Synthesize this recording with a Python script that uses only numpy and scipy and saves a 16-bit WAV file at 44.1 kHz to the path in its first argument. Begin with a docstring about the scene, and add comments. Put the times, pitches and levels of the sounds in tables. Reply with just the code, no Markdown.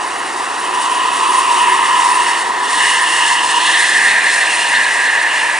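"""A coach passing on a concrete highway

Heard from above the roadside through a close pair of microphones, the tyres howl and whine in the air
resonances of their tread and hiss with an echo off the road. The rush of the rear engine bay opens up
as the tail comes into view. Traffic rumbles around the coach, and a distant engine speeds up."""
import sys
import numpy as np
from scipy.fft import rfft, irfft
from scipy.io import wavfile
from scipy.ndimage import uniform_filter1d, minimum_filter1d, map_coordinates

SR = 44100
rng = np.random.default_rng(int(sys.argv[2]) if len(sys.argv) > 2 else 0)


def file_out(sig):
    """Save sig as 16-bit WAV at sys.argv[1]."""
    # one column per channel
    cols = np.atleast_2d(sig).T
    # limit, then scale
    lim = np.clip(cols, -1, 1)
    pcm = np.round(lim * 32767).astype(np.int16)
    wavfile.write(sys.argv[1], SR, pcm)


N = 246519
FFT_SIZE = 2 ** 18

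# Air resonances of the tread: (frequency [Hz], bandwidth [Hz], relative level [dB])
HOWL_MODES = [(978.5, 122, 1), (1087, 200, -6), (1236, 130, -13)]
WHINE_MODES = [(1679, 163, -8), (1823, 203, 0), (2013, 267, -4.5)]
WHISTLE_MODES = [(2857, 360, -0.5), (3138, 690, -7.5)]
HORN_MODES = [(2634, 490, 0)]  # beamed fore and aft by the wedge between tyre and road
REARWARD_MODES = [(3690, 770, 9), (4290, 450, 5), (5090, 300, -12)]
SIZZLE_MODES = [(9150, 1100, 5.5), (10070, 1000, -4), (10500, 580, -6)]  # the top of the hiss
# Envelopes; the howl leads the approach, the whine the departure: (time [s], relative level [dB])
HOWL_ENVELOPE = [(0, -23.5), (.33, -27.5), (.85, -18), (1.1, -18), (1.26, -14), (1.6, -14.5), (2.0, -13),
                 (2.48, -20.5), (2.75, -19), (3.62, -17.5), (3.8, -25), (4.38, -26.5), (4.55, -23.5),
                 (4.8, -26), (5.59, -23.5)]
WHINE_ENVELOPE = [(0, -31.5), (1.3, -27.5), (1.6, -23.5), (1.71, -17), (1.85, -21.5), (2.35, -20.5),
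                  (2.5, -26), (2.72, -22), (2.85, -14), (3.09, -18), (3.16, -15.5), (3.329, -16.5),
                  (3.48, -23.5), (3.8, -13), (4.4, -14), (4.63, -19.5), (4.75, -12), (5.59, -18)]
WHISTLE_ENVELOPE = [(0, -36), (.4, -39), (.8, -28.5), (1.2, -30), (1.8, -24), (2.37, -24), (2.5, -41.5),
                    (2.83, -17.5), (3.0, -23.5), (3.27, -15.5), (3.47, -23.5), (3.65, -18), (4.05, -35.5),
                    (4.62, -21), (5.05, -27.5), (5.4, -23.5), (5.59, -35)]
# Hum of the tread: (time [s], frequency [Hz], level [dB])
TREAD_HUM = [(0, 364, -47), (1.4, 371.6, -40), (2.6, 368.2, -45), (4.0, 331.6, -48), (5.59, 326.4, -61)]
# Surges and sags of the hiss, likely from the concrete's grain: (time [s], half-width [s], gain [dB])
HISS_SURGES = [(0.834, 0.044, 6), (1.19, 0.073, 3.5), (1.378, 0.05, 5), (1.543, 0.078, 3.5),
               (2.067, 0.053, 4.5), (2.852, 0.044, 3.5), (3.306, 0.038, 4), (3.4, .05, -4.5),
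               (3.88, 0.16, 2.5), (4.195, 0.06, -2.5), (4.348, 0.029, 4), (5.25, 0.061, -2)]
# Rush of the engine bay before screening: (time [s], level [dB])
RUSH_ENVELOPE = [(0, -47), (1.2, -32), (2.4, -34.5), (2.78, -27), (3.42, -37), (3.72, -21), (3.93, -25),
                 (4.12, -21), (4.7, -30.5), (5.59, -23)]
# Spectra of tyre hiss, traffic rumble and traffic roar: (frequency [Hz], relative level [dB])
HISS_SPECTRUM = [(800, -37), (2300, -4.5), (3000, -9.5), (3800, 2.5), (4700, 0.5), (5500, 2), (6200, -0.5),
                 (6750, 0.5), (7120, 0.5), (7500, 2.5), (8500, 3.5), (9300, 1), (10200, -1.5),
                 (11000, -7.5)]
RUMBLE_SPECTRUM = [(15, -34), (55, -32), (85, -17.5), (130, -17.5), (190, -12.5), (260, -3), (340, 1),
                   (450, 2), (600, -8), (900, -5), (2000, -45)]
ROAR_SPECTRUM = [(200, -33.5), (480, -13), (620, -6.5), (720, 1.5), (900, 3), (1200, 0.5), (1450, -2.5),
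                 (1900, -1), (2400, -14.5), (4000, -15.5), (11000, -29.5)]
# Scattering by barriers and vehicles: (frequency [Hz], level relative to the direct sound [dB])
SCATTER_SPECTRUM = [(30, -10), (100, -13), (300, -13.5), (1000, -15.5), (2000, -17), (4000, -13.5),
                    (7000, -11), (10500, -21)]
# Phase at the left microphone relative to the right: (frequency [Hz], phase [rad])
MICROPHONE_PHASE = [(20, 0), (150, -0.42), (300, -0.59), (520, -0.88), (1000, -0.89), (1300, -1.14),
                    (1750, -0.51), (2150, -0.93), (2500, -0.23), (3300, -0.53), (4800, -0.41), (6300, -0.4),
                    (8200, -0.41), (11000, -0.15)]

# Directivity: level on axis, bearing of the axis, width, greatest loss off axis
HISS_BEAM = dict(db=-21.5, aim_deg=21.5, width_deg=62.6, loss_db=6.5)
SIZZLE_BEAM = dict(db=-32, aim_deg=-2, width_deg=57, loss_db=8)
HORN_BEAM = dict(db=-24, aim_deg=36.7, width_deg=15.4, loss_db=8)
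REARWARD_BEAM = dict(db=-27, aim_deg=32.8, width_deg=30.6, loss_db=15.5)
ENGINE_BEAM = dict(db=-31.5, aim_deg=46.4, width_deg=35, loss_db=19)

SPEED_M_PER_S, DISTANCE_M, ABREAST_S, SOUND_M_PER_S = 10.2, 20.4, 3.0, 343
# A car in the near lane briefly casts an acoustic shadow.
SHADOW_S, SHADOW_HALF_S = 2.548, 0.13
SHADOW_HISS_DB, SHADOW_SIZZLE_DB, SHADOW_RESONANCE_DB = 8, 14, 3.5


def coach():
    """A source in uniform straight motion: its bearing sets the Doppler shift of its resonances."""
    along_road_m = SPEED_M_PER_S * (seconds() - ABREAST_S)
    bearing = np.degrees(np.arctan(along_road_m / DISTANCE_M))  # negative on approach, 0 abreast
    doppler = 1 / (1 + SPEED_M_PER_S / SOUND_M_PER_S * np.sin(np.radians(bearing)))
    shadow = bell(seconds(), SHADOW_S, SHADOW_HALF_S)
    hum = drone(*over_time(TREAD_HUM), waver=0.00813, overtone_db=-12)
    sources = (tread_resonances, air_pumping, engine_bay)
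    return hum + sum(source(bearing, doppler, shadow) for source in sources)


def tread_resonances(bearing, doppler, shadow):
    """Cavity resonance: the tread howls, whines and whistles; the horn effect beams one mode."""
    (howl_db,), (whine_db,), (whistle_db,) = map(over_time, (HOWL_ENVELOPE, WHINE_ENVELOPE,
                                                             WHISTLE_ENVELOPE))
    howl = from_db(howl_db + 1.13) * grooves(HOWL_MODES, doppler, flutter_db=0.33)
    whine = from_db(whine_db - 0.25) * grooves(WHINE_MODES, doppler, flutter_db=1.05)
    whistle = from_db(whistle_db - 1.5) * grooves(WHISTLE_MODES, doppler, flutter_db=1.75)
    horn = from_db(beam_db(np.abs(bearing), **HORN_BEAM)) * grooves(HORN_MODES, doppler, flutter_db=1.5)
    rear = from_db(beam_db(bearing, **REARWARD_BEAM)) * grooves(REARWARD_MODES, doppler, flutter_db=2.5)
    return howl + whine + whistle + (horn + rear) * from_db(-SHADOW_RESONANCE_DB * shadow)


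def grooves(modes, doppler, flutter_db):
    """Superposition of modes: air rings in the tread grooves, fluttering with the road surface."""
    ringing = sum(from_db(db) * resonance(hz * doppler, width) for hz, width, db in modes)
    return unit_rms(ringing) * from_db(flutter_db * drift(rate_hz=12.4))


def air_pumping(bearing, doppler, shadow):
    """Air pumping: air squeezed from the tread makes a hiss and a sizzling top that surge together."""
    surge_db = sum(db * bell(seconds(), at_s, half_s) for at_s, half_s, db in HISS_SURGES)
    hiss_db = beam_db(bearing, **HISS_BEAM) + surge_db - SHADOW_HISS_DB * shadow
    sizzle_db = beam_db(bearing, **SIZZLE_BEAM) + 1.3 * surge_db - SHADOW_SIZZLE_DB * shadow
    hiss = hiss_with_echo(comb_hz=886 - 0.99 * bearing)  # the echo lags more as the coach moves on
    sizzle = grooves(SIZZLE_MODES, doppler, flutter_db=4.0)
    return from_db(hiss_db) * hiss + from_db(sizzle_db) * sizzle


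def hiss_with_echo(comb_hz, reflection=0.39, scatter_above_hz=8000, flutter_db=1.23):
    """Interference with the road echo forms a comb filter; rough concrete scatters the echo's top."""
    direct = noise(from_db(over_frequency(HISS_SPECTRUM)))
    delayed = map_coordinates(direct, [np.arange(N) - SR / comb_hz], order=3)
    echo = filtered(delayed, 1 / (1 + (bin_hz() / scatter_above_hz) ** 8))
    return unit_rms(direct + reflection * echo) * from_db(flutter_db * drift(rate_hz=18))


def engine_bay(bearing, doppler, shadow, side_hz=3370, tail_hz=2274, in_view_s=3.99, turn_s=0.073):
    """Directional radiation: the engine roars rearwards; its rush deepens as the tail comes into view."""
    rush_db, = over_time(RUSH_ENVELOPE)
    tail_in_view = (1 + np.tanh((seconds() - in_view_s) / turn_s)) / 2
    centre_hz = side_hz + (tail_hz - side_hz) * tail_in_view
    rush = from_db(rush_db - SHADOW_RESONANCE_DB * shadow) * resonance(centre_hz, width_hz=1250)
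    roar = from_db(beam_db(bearing, **ENGINE_BEAM)) * resonance(650 * doppler, width_hz=400)
    return rush + roar


def traffic(ebb_from_s=2.87, rumble_ebb_db_per_s=2.5, roar_ebb_db_per_s=0.4):
    """Incoherent sources merge into broadband rumble and roar, which ebb as one engine speeds up."""
    ebbing_s = np.maximum(seconds() - ebb_from_s, 0)
    rumble_db = -33 - rumble_ebb_db_per_s * ebbing_s
    roar_db = -23.5 - roar_ebb_db_per_s * ebbing_s
    rumble = from_db(rumble_db) * noise(from_db(over_frequency(RUMBLE_SPECTRUM)))
    roar = from_db(roar_db) * noise(from_db(over_frequency(ROAR_SPECTRUM)))
    return rumble + roar + distant_engine()


def distant_engine(start_s=3.85, attack_s=0.091, start_hz=188, rise_hz_per_s=68, fade_db_per_s=3):
    """Pitch follows engine speed: even acceleration gives a linear glide, which slowly fades."""
    since_s = seconds() - start_s
    running_s = np.maximum(since_s, 0)
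    hz = start_hz + rise_hz_per_s * running_s
    tone = drone(hz, db=-47 - fade_db_per_s * running_s, waver=0.0055, overtone_db=-2)
    return np.clip(1 + since_s / attack_s, 0, 1) * tone


def beam_db(bearing, db, aim_deg, width_deg, loss_db):
    """Spherical spreading and directivity: level falls with distance and away from the beam's axis."""
    spreading_db = 20 * np.log10(np.cos(np.radians(bearing)))
    off_axis_db = loss_db * (1 - bell(bearing, aim_deg, width_deg))
    return db + spreading_db - off_axis_db


def resonance(centre_hz, width_hz):
    """A resonator driven by turbulence: amplitude and phase wander at a rate set by its bandwidth."""
    offset = bin_hz() / width_hz
    skirt = 1 / np.sqrt((1 + (2 * offset) ** 2) ** 2 * (1 + offset ** 4))
    phase = running_phase(centre_hz)
    return unit_rms(noise(skirt) * np.cos(phase) + noise(skirt) * np.sin(phase))


def drone(hz, db, waver, overtone_db):
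    """A fundamental and its octave under random frequency and amplitude modulation."""
    phase = running_phase(hz * (1 + waver * drift(rate_hz=9.6)))
    tone = np.sin(phase) + from_db(overtone_db) * np.sin(2 * phase)
    return from_db(db + 5.1 * drift(rate_hz=4.1)) * unit_rms(tone)


def noise(gain):
    """Gaussian noise of unit power, shaped by a gain per frequency."""
    real, imaginary = rng.standard_normal((2, len(gain)))
    return unit_rms(irfft((real + 1j * imaginary) * gain, FFT_SIZE)[:N])


def drift(rate_hz):
    """Low-pass noise: a slow random fluctuation of unit power."""
    return noise(1 / (1 + (bin_hz() / rate_hz) ** 2))


def filtered(x, gain):
    """Linear filtering as multiplication of the spectrum."""
    return irfft(rfft(x, FFT_SIZE) * gain, FFT_SIZE)[..., :N]


def running_phase(hz):
    """Phase as the time integral of frequency."""
    return 2 * np.pi * np.cumsum(hz) / SR


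def over_time(rows):
    """Linear interpolation of each value column at every sample."""
    times, *columns = np.transpose(rows)
    return [np.interp(seconds(), times, column) for column in columns]


def over_frequency(rows):
    """Linear interpolation on a log-frequency axis."""
    hz, value = np.transpose(rows)
    return np.interp(np.log(bin_hz()), np.log(hz), value)


def bell(x, centre, width):
    """Gaussian curve of height 1."""
    return np.exp(-((x - centre) / width) ** 2)


def from_db(db):
    """Amplitude ratio of a level in decibels."""
    return 10 ** (np.asarray(db) / 20)


def unit_rms(x):
    """Normalisation to unit power."""
    return x / np.sqrt(np.mean(x ** 2) + 1e-20)


def seconds():
    """Time of each sample."""
    return np.arange(N) / SR


def bin_hz():
    """Frequency of each spectral bin, at least 1 Hz."""
    return np.maximum(np.fft.rfftfreq(FFT_SIZE, 1 / SR), 1)


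def scene():
    """Superposition of direct sound, lagging on the left, and uncorrelated scatter in antiphase."""
    opposite = np.array([[1], [-1]])
    direct = filtered(coach() + traffic(), np.exp(0.5j * over_frequency(MICROPHONE_PHASE) * opposite))
    scattered = filtered(coach() + traffic(), from_db(over_frequency(SCATTER_SPECTRUM))) * opposite
    return (direct + scattered) * from_db([[-0.3], [0.3]])


def record(dry):
    """Peak limiting by a fast, smoothed gain, then band limiting by a steep low-pass filter."""
    ceiling, cutoff_hz = 0.92, 11050
    allowed_gain = ceiling / np.maximum(np.abs(dry).max(axis=0), ceiling)
    gain = uniform_filter1d(minimum_filter1d(allowed_gain, size=129), size=129)
    return filtered(dry * gain, 1 / np.sqrt(1 + (bin_hz() / cutoff_hz) ** 400))


dry = scene()
out = record(dry)
file_out(out)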